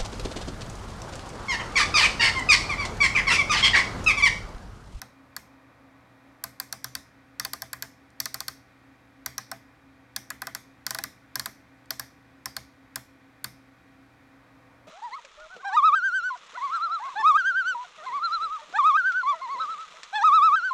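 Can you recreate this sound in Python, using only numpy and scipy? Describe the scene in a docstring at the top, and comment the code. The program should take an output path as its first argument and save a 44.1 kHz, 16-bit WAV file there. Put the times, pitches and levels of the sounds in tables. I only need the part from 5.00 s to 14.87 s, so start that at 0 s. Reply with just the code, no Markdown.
"""Detented knob on a bench radio

Mains hum, beating fans and air noise run throughout. The knob turns in single steps and quick runs.
At each step a spring snaps into its notch, rebounds and knocks the front panel.
The metal case rings on, the bench thumps and a small room answers."""
import sys
import numpy as np
from scipy import signal
from scipy.fft import rfft, irfft
from scipy.io import wavfile
from scipy.ndimage import uniform_filter1d

SR = 44100
rng = np.random.default_rng(int(sys.argv[2]) if len(sys.argv) > 2 else 0)


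def generate_wav(sig):
    """Save sig (samples, or channels by samples) to the path in sys.argv[1] as 16-bit PCM at SR."""
    pcm = np.round(np.clip(np.atleast_2d(sig).T, -1, 1) * 32767).astype(np.int16)
    wavfile.write(sys.argv[1], SR, pcm)


N = 435266

# mains and fan tones (frequency [Hz], rms level [dB])
HUM_TONES = [(75.4, -83), (120, -66.5), (242.2, -75), (266, -69), (268.9, -63.5), (271.7, -73), (275, -67),
             (298.4, -71.5), (333, -81.5), (446.8, -94.5), (507, -74), (541, -80.5), (666, -76), (776, -75),
             (1131, -76), (1486, -75), (1892, -75.5), (2412, -76), (3838, -86.5), (10767, -102)]
# fan air spectrum (frequency [Hz], relative density [dB])
AIR_SPECTRUM = [(22, -11.5), (65, 6), (130, 1), (300, 0), (410, -5), (650, -4.5), (1100, -3.5),
                (1900, -3.5), (2400, -6), (2850, -10.5), (3800, -16), (8000, -27.5), (11500, -28),
                (15500, -36)]
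# vent noise envelope (time [s], level [dB])
VENT_LEVELS = [(0, -63.5), (1.1, -63.5), (1.5, -66), (3.799, -84), (4.198, -73), (4.548, -70),
               (4.901, -72.5), (9, -95), (9.45, -64.5), (9.87, -63)]
# knob steps (time [s], spring snap drive [dB], panel knock drive [dB], contact tick drive [dB])
DETENTS = [(0.0171, -27, -32.5, -37), (0.3651, -24.5, -31, -31), (1.4389, -22.5, -29.5, -25.5),
           (1.5999, -20.5, -29, -25.5), (1.726, -19.5, -30.5, -28.5), (1.8437, -21, -30, -29),
           (1.952, -19, -30, -29), (2.3978, -16, -26, -27), (2.4498, -18, -27.5, -27),
           (2.5338, -20.5, -29, -27.5), (2.6204, -22.5, -30, -30), (2.7313, -25.5, -28.5, -28.5),
           (2.824, -21.5, -29.5, -28), (3.2018, -14.5, -30.5, -23.5), (3.2566, -18, -28.5, -27.5),
           (3.3432, -21, -30, -27), (3.4047, -19.5, -32, -29.5), (3.482, -18.5, -29.5, -28),
           (4.261, -19, -27.5, -26.5), (4.3806, -17.5, -28, -31), (4.5153, -25, -27, -33),
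           (5.1627, -17, -29.5, -26), (5.3035, -27, -27, -30.5), (5.4191, -26.5, -26, -32.5),
           (5.47, -25.5, -28, -33.5), (5.5495, -22, -29, -29), (5.8657, -16.5, -27.5, -26.5),
           (5.9073, -19, -28, -26), (5.9475, -21.5, -28, -29), (5.9871, -22, -25.5, -31.5),
           (6.0385, -20, -29, -27), (6.356, -17.5, -26, -25.5), (6.3958, -17, -29, -27),
           (6.4588, -22, -27, -27.5), (6.9062, -16.5, -28, -26.5), (6.996, -21.5, -29, -28),
           (7.4576, -20.5, -28, -29), (7.566, -19.5, -28.5, -30.5), (7.9582, -22, -28.5, -26.5),
           (8.4431, -21.5, -29, -27)]
# finger grip; rows: knock, spring, tick (mean tilt [dB/oct], spread per step [dB/oct])
GRIP_TILTS = [(1, 2.3), (-3.2, 14), (-2.3, 3.8)]
# front panel and case (frequency [Hz], relative level [dB], t60 [s])
PANEL_MODES = [(663, -17, 0.1), (787, -13, 0.058), (1043, -2, 0.03), (1220, -6, 0.036), (1561, 3, 0.016),
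               (1674, 5, 0.016), (1928, -1.5, 0.021), (2507, -12, 0.025)]
# detent spring and shaft (frequency [Hz], relative level [dB], t60 [s])
SPRING_MODES = [(3677, -14, 0.005), (3940, -13.5, 0.013), (4500, 0.5, 0.0098), (4722, 3, 0.0076),
                (5385, -0.5, 0.012), (5612, -1, 0.0093), (5940, -1, 0.0089)]
# small parts at the contact (frequency [Hz], relative level [dB], t60 [s])
TICK_MODES = [(7330, -10, 0.0066), (8284, 1, 0.0023), (9050, -6, 0.0038), (10485, -8, 0.0052),
              (11100, -2, 0.0052), (11870, -2.5, .005), (12400, -5.5, 0.0028), (14300, -21, 0.0049)]
# first reflections off bench and gear (mean delay [ms], gain [ratio])
ECHOES = [(3.6, 0.28), (6.4, -0.15), (9.3, 0.022), (12.2, -.09)]
# lasting ring of the sheet-metal case (frequency [Hz], level re click [dB], t60 [s])
CASE_MODES = [(1780, -26.5, .25), (1830, -30.5, 0.29), (2112, -25, 0.28), (4430, -37, .2), (5270, -30, .3),
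              (5450, -27.5, .28), (5620, -36, 0.27), (6170, -32.5, .25), (9180, -32, .26),
              (9420, -30.5, 0.259), (12600, -38, .18)]
# low bench modes (frequency [Hz], level re thump [dB], t60 [s])
BENCH_MODES = [(126.4, -11, 0.26), (211, -17.5, .25), (72, -21, .3), (243, -34, 0.29)]
# room tail (frequency [Hz], density re click [dB], t60 [s])
ROOM_BANDS = [(30, -8.5, .3), (70, 1.5, .35), (149.5, 2.5, 0.55), (371, -2, 0.17), (657, -2.5, 0.19),
              (1523, 5.5, 0.14), (2070, 1.5, .38), (2560, -3, 0.16), (4200, -7, 0.38), (5760, -4, 0.4),
              (6900, -10.5, 0.32), (9200, -11, 0.3), (10480, -12, 0.32), (12470, -10.5, 0.3),
              (15500, -20, .21)]
# shaft taking up slack (time [s], level [dB])
SLACK_TICKS = [(3.103, -69), (6.857, -69)]
# microphone port dips (frequency [Hz], width [Hz], gain [dB])
MIC_DIPS = [(2885, 610, -6), (10480, 530, -8.5)]

KNOCK_GAIN_DB, SPRING_GAIN_DB, TICK_GAIN_DB = -6.5, -12.5, -5  # radiation, added to the drives
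REBOUND_RANGE_MS, REBOUND_RANGE_RATIO = (0.65, 1.9), (0.25, 0.88)
THUMP_DB, GRIP_HOLD_DB, GRIP_EASE_S = -34.5, -5, 0.069  # grip holds the thump down in quick runs


def amp(db):
    """Decibels to gain."""
    return 10 ** (np.asarray(db) / 20)


def unit_rms(x):
    """Scale to rms 1."""
    return x / np.sqrt(np.mean(x ** 2) + 1e-20)


def log_interp(table, hz, column=1):
    """Table column on a log-frequency axis."""
    columns = np.transpose(table)
    return np.interp(np.log(hz + 1), np.log(columns[0] + 1), columns[column])


def add(mix, at_s, sound):
    """Mix a sound in place."""
    part = mix[max(round(at_s * SR), 0):][:len(sound)]
    part += sound[:len(part)]


def noise(spectrum):
    """Steady noise, rms 1, shaped by (frequency [Hz], density [dB])."""
    gain = amp(log_interp(spectrum, np.fft.rfftfreq(N, 1 / SR)))
    return unit_rms(irfft(rfft(rng.standard_normal(N)) * gain, N))


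def drift(points):
    """Slow random curve across the scene."""
    return np.interp(np.linspace(0, points - 1, N), np.arange(points), rng.standard_normal(points))


def hum(waver_ratio=0.0012, sway_db=0.5):
    """Wavering mains and fan tones; fans of nearly equal speed beat."""
    out = np.zeros(N)
    for hz, db in HUM_TONES:
        cycles = np.cumsum(hz * (1 + waver_ratio * drift(points=24))) / SR + rng.random()
        peak = np.sqrt(2) * amp(db - sway_db * drift(points=14))
        out += peak * np.sin(2 * np.pi * cycles)
    return out


def fan_air(rush_db=-59.5, sway_db=0.3):
    """Steady fan rush, plus midrange vent noise that fades and returns."""
    vent_db = np.interp(np.arange(N) / SR, *np.transpose(VENT_LEVELS))
    vent = noise([(330, -20), (500, 17), (800, 13.5), (1250, 16), (1700, -28), (3000, -45.5)])
    rush = amp(rush_db + sway_db * drift(points=40)) * noise(AIR_SPECTRUM)
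    return rush + amp(vent_db) * vent


def contact_force(size, rebound_ms, rebound_ratio, chatter_ms=0.48, slide_ms=0.13):
    """Force on the notch: snap 1 ms in, then a rebound; each slides in and chatters out."""
    t_ms = np.arange(size) / SR * 1000 - 1
    grit, force = rng.standard_normal(size), np.zeros(size)
    for at_ms, strength in ((0, 1), (rebound_ms, rebound_ratio)):
        gap_ms = abs(t_ms - at_ms)
        slide = 0.031 * np.exp(-gap_ms / slide_ms)
        chatter = 0.58 * np.exp(-gap_ms / chatter_ms)
        force += strength * grit * np.where(t_ms < at_ms, slide, chatter)
        force[np.argmin(gap_ms)] += strength
    # even out the random grit's spectrum so each click sounds less coloured
    spectrum = rfft(force)
    return irfft(spectrum / np.sqrt(abs(spectrum) + 1e-9), size) * (t_ms < 10)


def ring(force, modes, tilt_db_oct, rise_cycles, scatter_db=1.6, detune_ratio=0.011):
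    """Force-driven modes, scattered per hit; energy equals 10 ms at rms 1."""
    hz, db, t60_s = np.transpose(modes)[:, :, None]
    t = np.arange(len(force)) / SR
    level_draw, pitch_draw = rng.standard_normal((2, len(hz), 1))
    db = db + scatter_db * level_draw + tilt_db_oct * np.log2(hz / hz[0])
    hz = hz * (1 + detune_ratio * pitch_draw)
    rise = 1 - np.exp(-hz * t / rise_cycles)  # low modes build later: pitch sinks
    tones = amp(db - 60 * t / t60_s) * np.sin(2 * np.pi * hz * t) * rise
    sound = signal.fftconvolve(force, tones.sum(0))[:len(t)]
    return sound / np.sqrt(np.sum(sound ** 2) / (0.01 * SR))


def click(knock_db, spring_db, tick_db, force, tilts_db_oct):
    """One snap rings panel, spring and small parts; grip tilts each spectrum."""
    knock = amp(knock_db) * ring(force, PANEL_MODES, tilts_db_oct[0], rise_cycles=3.2)
    spring = amp(spring_db) * ring(force, SPRING_MODES, tilts_db_oct[1], rise_cycles=1.1)
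    tick = amp(tick_db) * ring(force, TICK_MODES, tilts_db_oct[2], rise_cycles=0.61)
    return knock + spring + tick


def with_echoes(direct, cutoff_hz=5000):
    """Direct sound plus dulled first reflections; delays vary per click."""
    out = direct.copy()
    dull = signal.lfilter(*signal.butter(1, cutoff_hz, fs=SR), direct)
    for delay_ms, gain in ECHOES:
        add(out, delay_ms / 1000 * rng.uniform(0.92, 1.08), gain * dull)
    return out


def body_ring(modes, swell_s, scatter_db, size=14000):
    """Case or bench modes that swell after a click and ring on."""
    hz, db, t60_s = np.transpose(modes)[:, :, None]
    t = np.arange(size) / SR
    db = db + scatter_db * rng.standard_normal(hz.shape)
    tones = amp(db - 60 * t / t60_s) * np.sin(2 * np.pi * (hz * t + rng.random(hz.shape)))
    return tones.sum(0) * (1 - np.exp(-t / swell_s))


def room_tail(knock_db, spring_db, tick_db, size=22050, build_s=0.007, ripple_db=2.6):
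    """Diffuse decay with the broad colour of the click's three parts."""
    t = np.arange(size) / SR
    hz, frame_s, bands = signal.stft(rng.standard_normal(size), SR, nperseg=256)
    click_db = log_interp([(2000, knock_db), (4600, spring_db), (11000, tick_db)], hz)
    # chatter favours random narrow bands
    ripple = unit_rms(uniform_filter1d(rng.standard_normal(len(hz)), size=2))
    band_db = click_db + log_interp(ROOM_BANDS, hz) + ripple_db * ripple
    t60_s = log_interp(ROOM_BANDS, hz, column=2)[:, None]
    decay = amp(band_db[:, None] - 60 * frame_s / t60_s)
    energy_gain = np.sqrt(2 * np.log(1000) * 0.01 / t60_s)  # same 10 ms reference as ring()
    tail = signal.istft(bands * decay * energy_gain, SR, nperseg=256)[1][:size]
    return tail * (1 - np.exp(-t / build_s))


def knob(case_spread_db=1):
    """Detent clicks with case, bench and room; rebound and grip tilt are random per step."""
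    out, steps = np.zeros(N), len(DETENTS)
    pauses_s = np.diff(np.transpose(DETENTS)[0], prepend=-np.inf)
    mean_db_oct, spread_db_oct = np.transpose(GRIP_TILTS)
    lateness, hardness = rng.random((steps, 2)).T
    rebounds_ms = np.interp(lateness, (0, 1), REBOUND_RANGE_MS)
    rebound_ratios = np.interp(hardness, (0, 1), REBOUND_RANGE_RATIO)
    tilts_db_oct = mean_db_oct + spread_db_oct * rng.standard_normal((steps, len(GRIP_TILTS)))
    for step, (at_s, snap_db, panel_db, contact_db) in enumerate(DETENTS):
        knock_db = panel_db + KNOCK_GAIN_DB
        spring_db = snap_db + SPRING_GAIN_DB
        tick_db = contact_db + TICK_GAIN_DB
        case_db = (spring_db + tick_db) / 2 + case_spread_db * rng.standard_normal()
        thump_db = THUMP_DB + GRIP_HOLD_DB * np.exp(-pauses_s[step] / GRIP_EASE_S)
        force = contact_force(4096, rebounds_ms[step], rebound_ratios[step])
        direct = click(knock_db, spring_db, tick_db, force, tilts_db_oct[step])
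        add(out, at_s - 0.001, with_echoes(direct))
        add(out, at_s, amp(case_db) * body_ring(CASE_MODES, swell_s=0.0021, scatter_db=0))
        add(out, at_s, amp(thump_db) * body_ring(BENCH_MODES, swell_s=0.014, scatter_db=3))
        add(out, at_s, room_tail(knock_db, spring_db, tick_db))
    return out


def shaft_slack():
    """Faint ticks as the shaft takes up slack before a step."""
    out = np.zeros(N)
    for at_s, db in SLACK_TICKS:
        force = contact_force(SR // 20, rebound_ms=0, rebound_ratio=0)
        spring = ring(force, SPRING_MODES, tilt_db_oct=0, rise_cycles=0.9)
        tick = ring(force, TICK_MODES, tilt_db_oct=-27, rise_cycles=0.88)
        add(out, at_s, amp(db) * (spring + tick))
    return out


def scene():
    """Knob over hum and fan noise, mono."""
    return (knob() + shaft_slack() + hum() + fan_air())[None]


def record(dry, low_cut_hz=32, high_cut_hz=16300):
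    """Microphone port dips, then band limits."""
    for hz, width_hz, db in MIC_DIPS:
        notched = signal.lfilter(*signal.iirnotch(hz, hz / width_hz, fs=SR), dry)
        dry = notched + amp(db) * (dry - notched)
    dry = signal.lfilter(*signal.butter(2, low_cut_hz, "high", fs=SR), dry)
    lowpass = signal.firwin(121, high_cut_hz, window=("kaiser", 8), fs=SR)
    return signal.oaconvolve(dry, lowpass[None], "same")


dry = scene()
out = record(dry)
generate_wav(out)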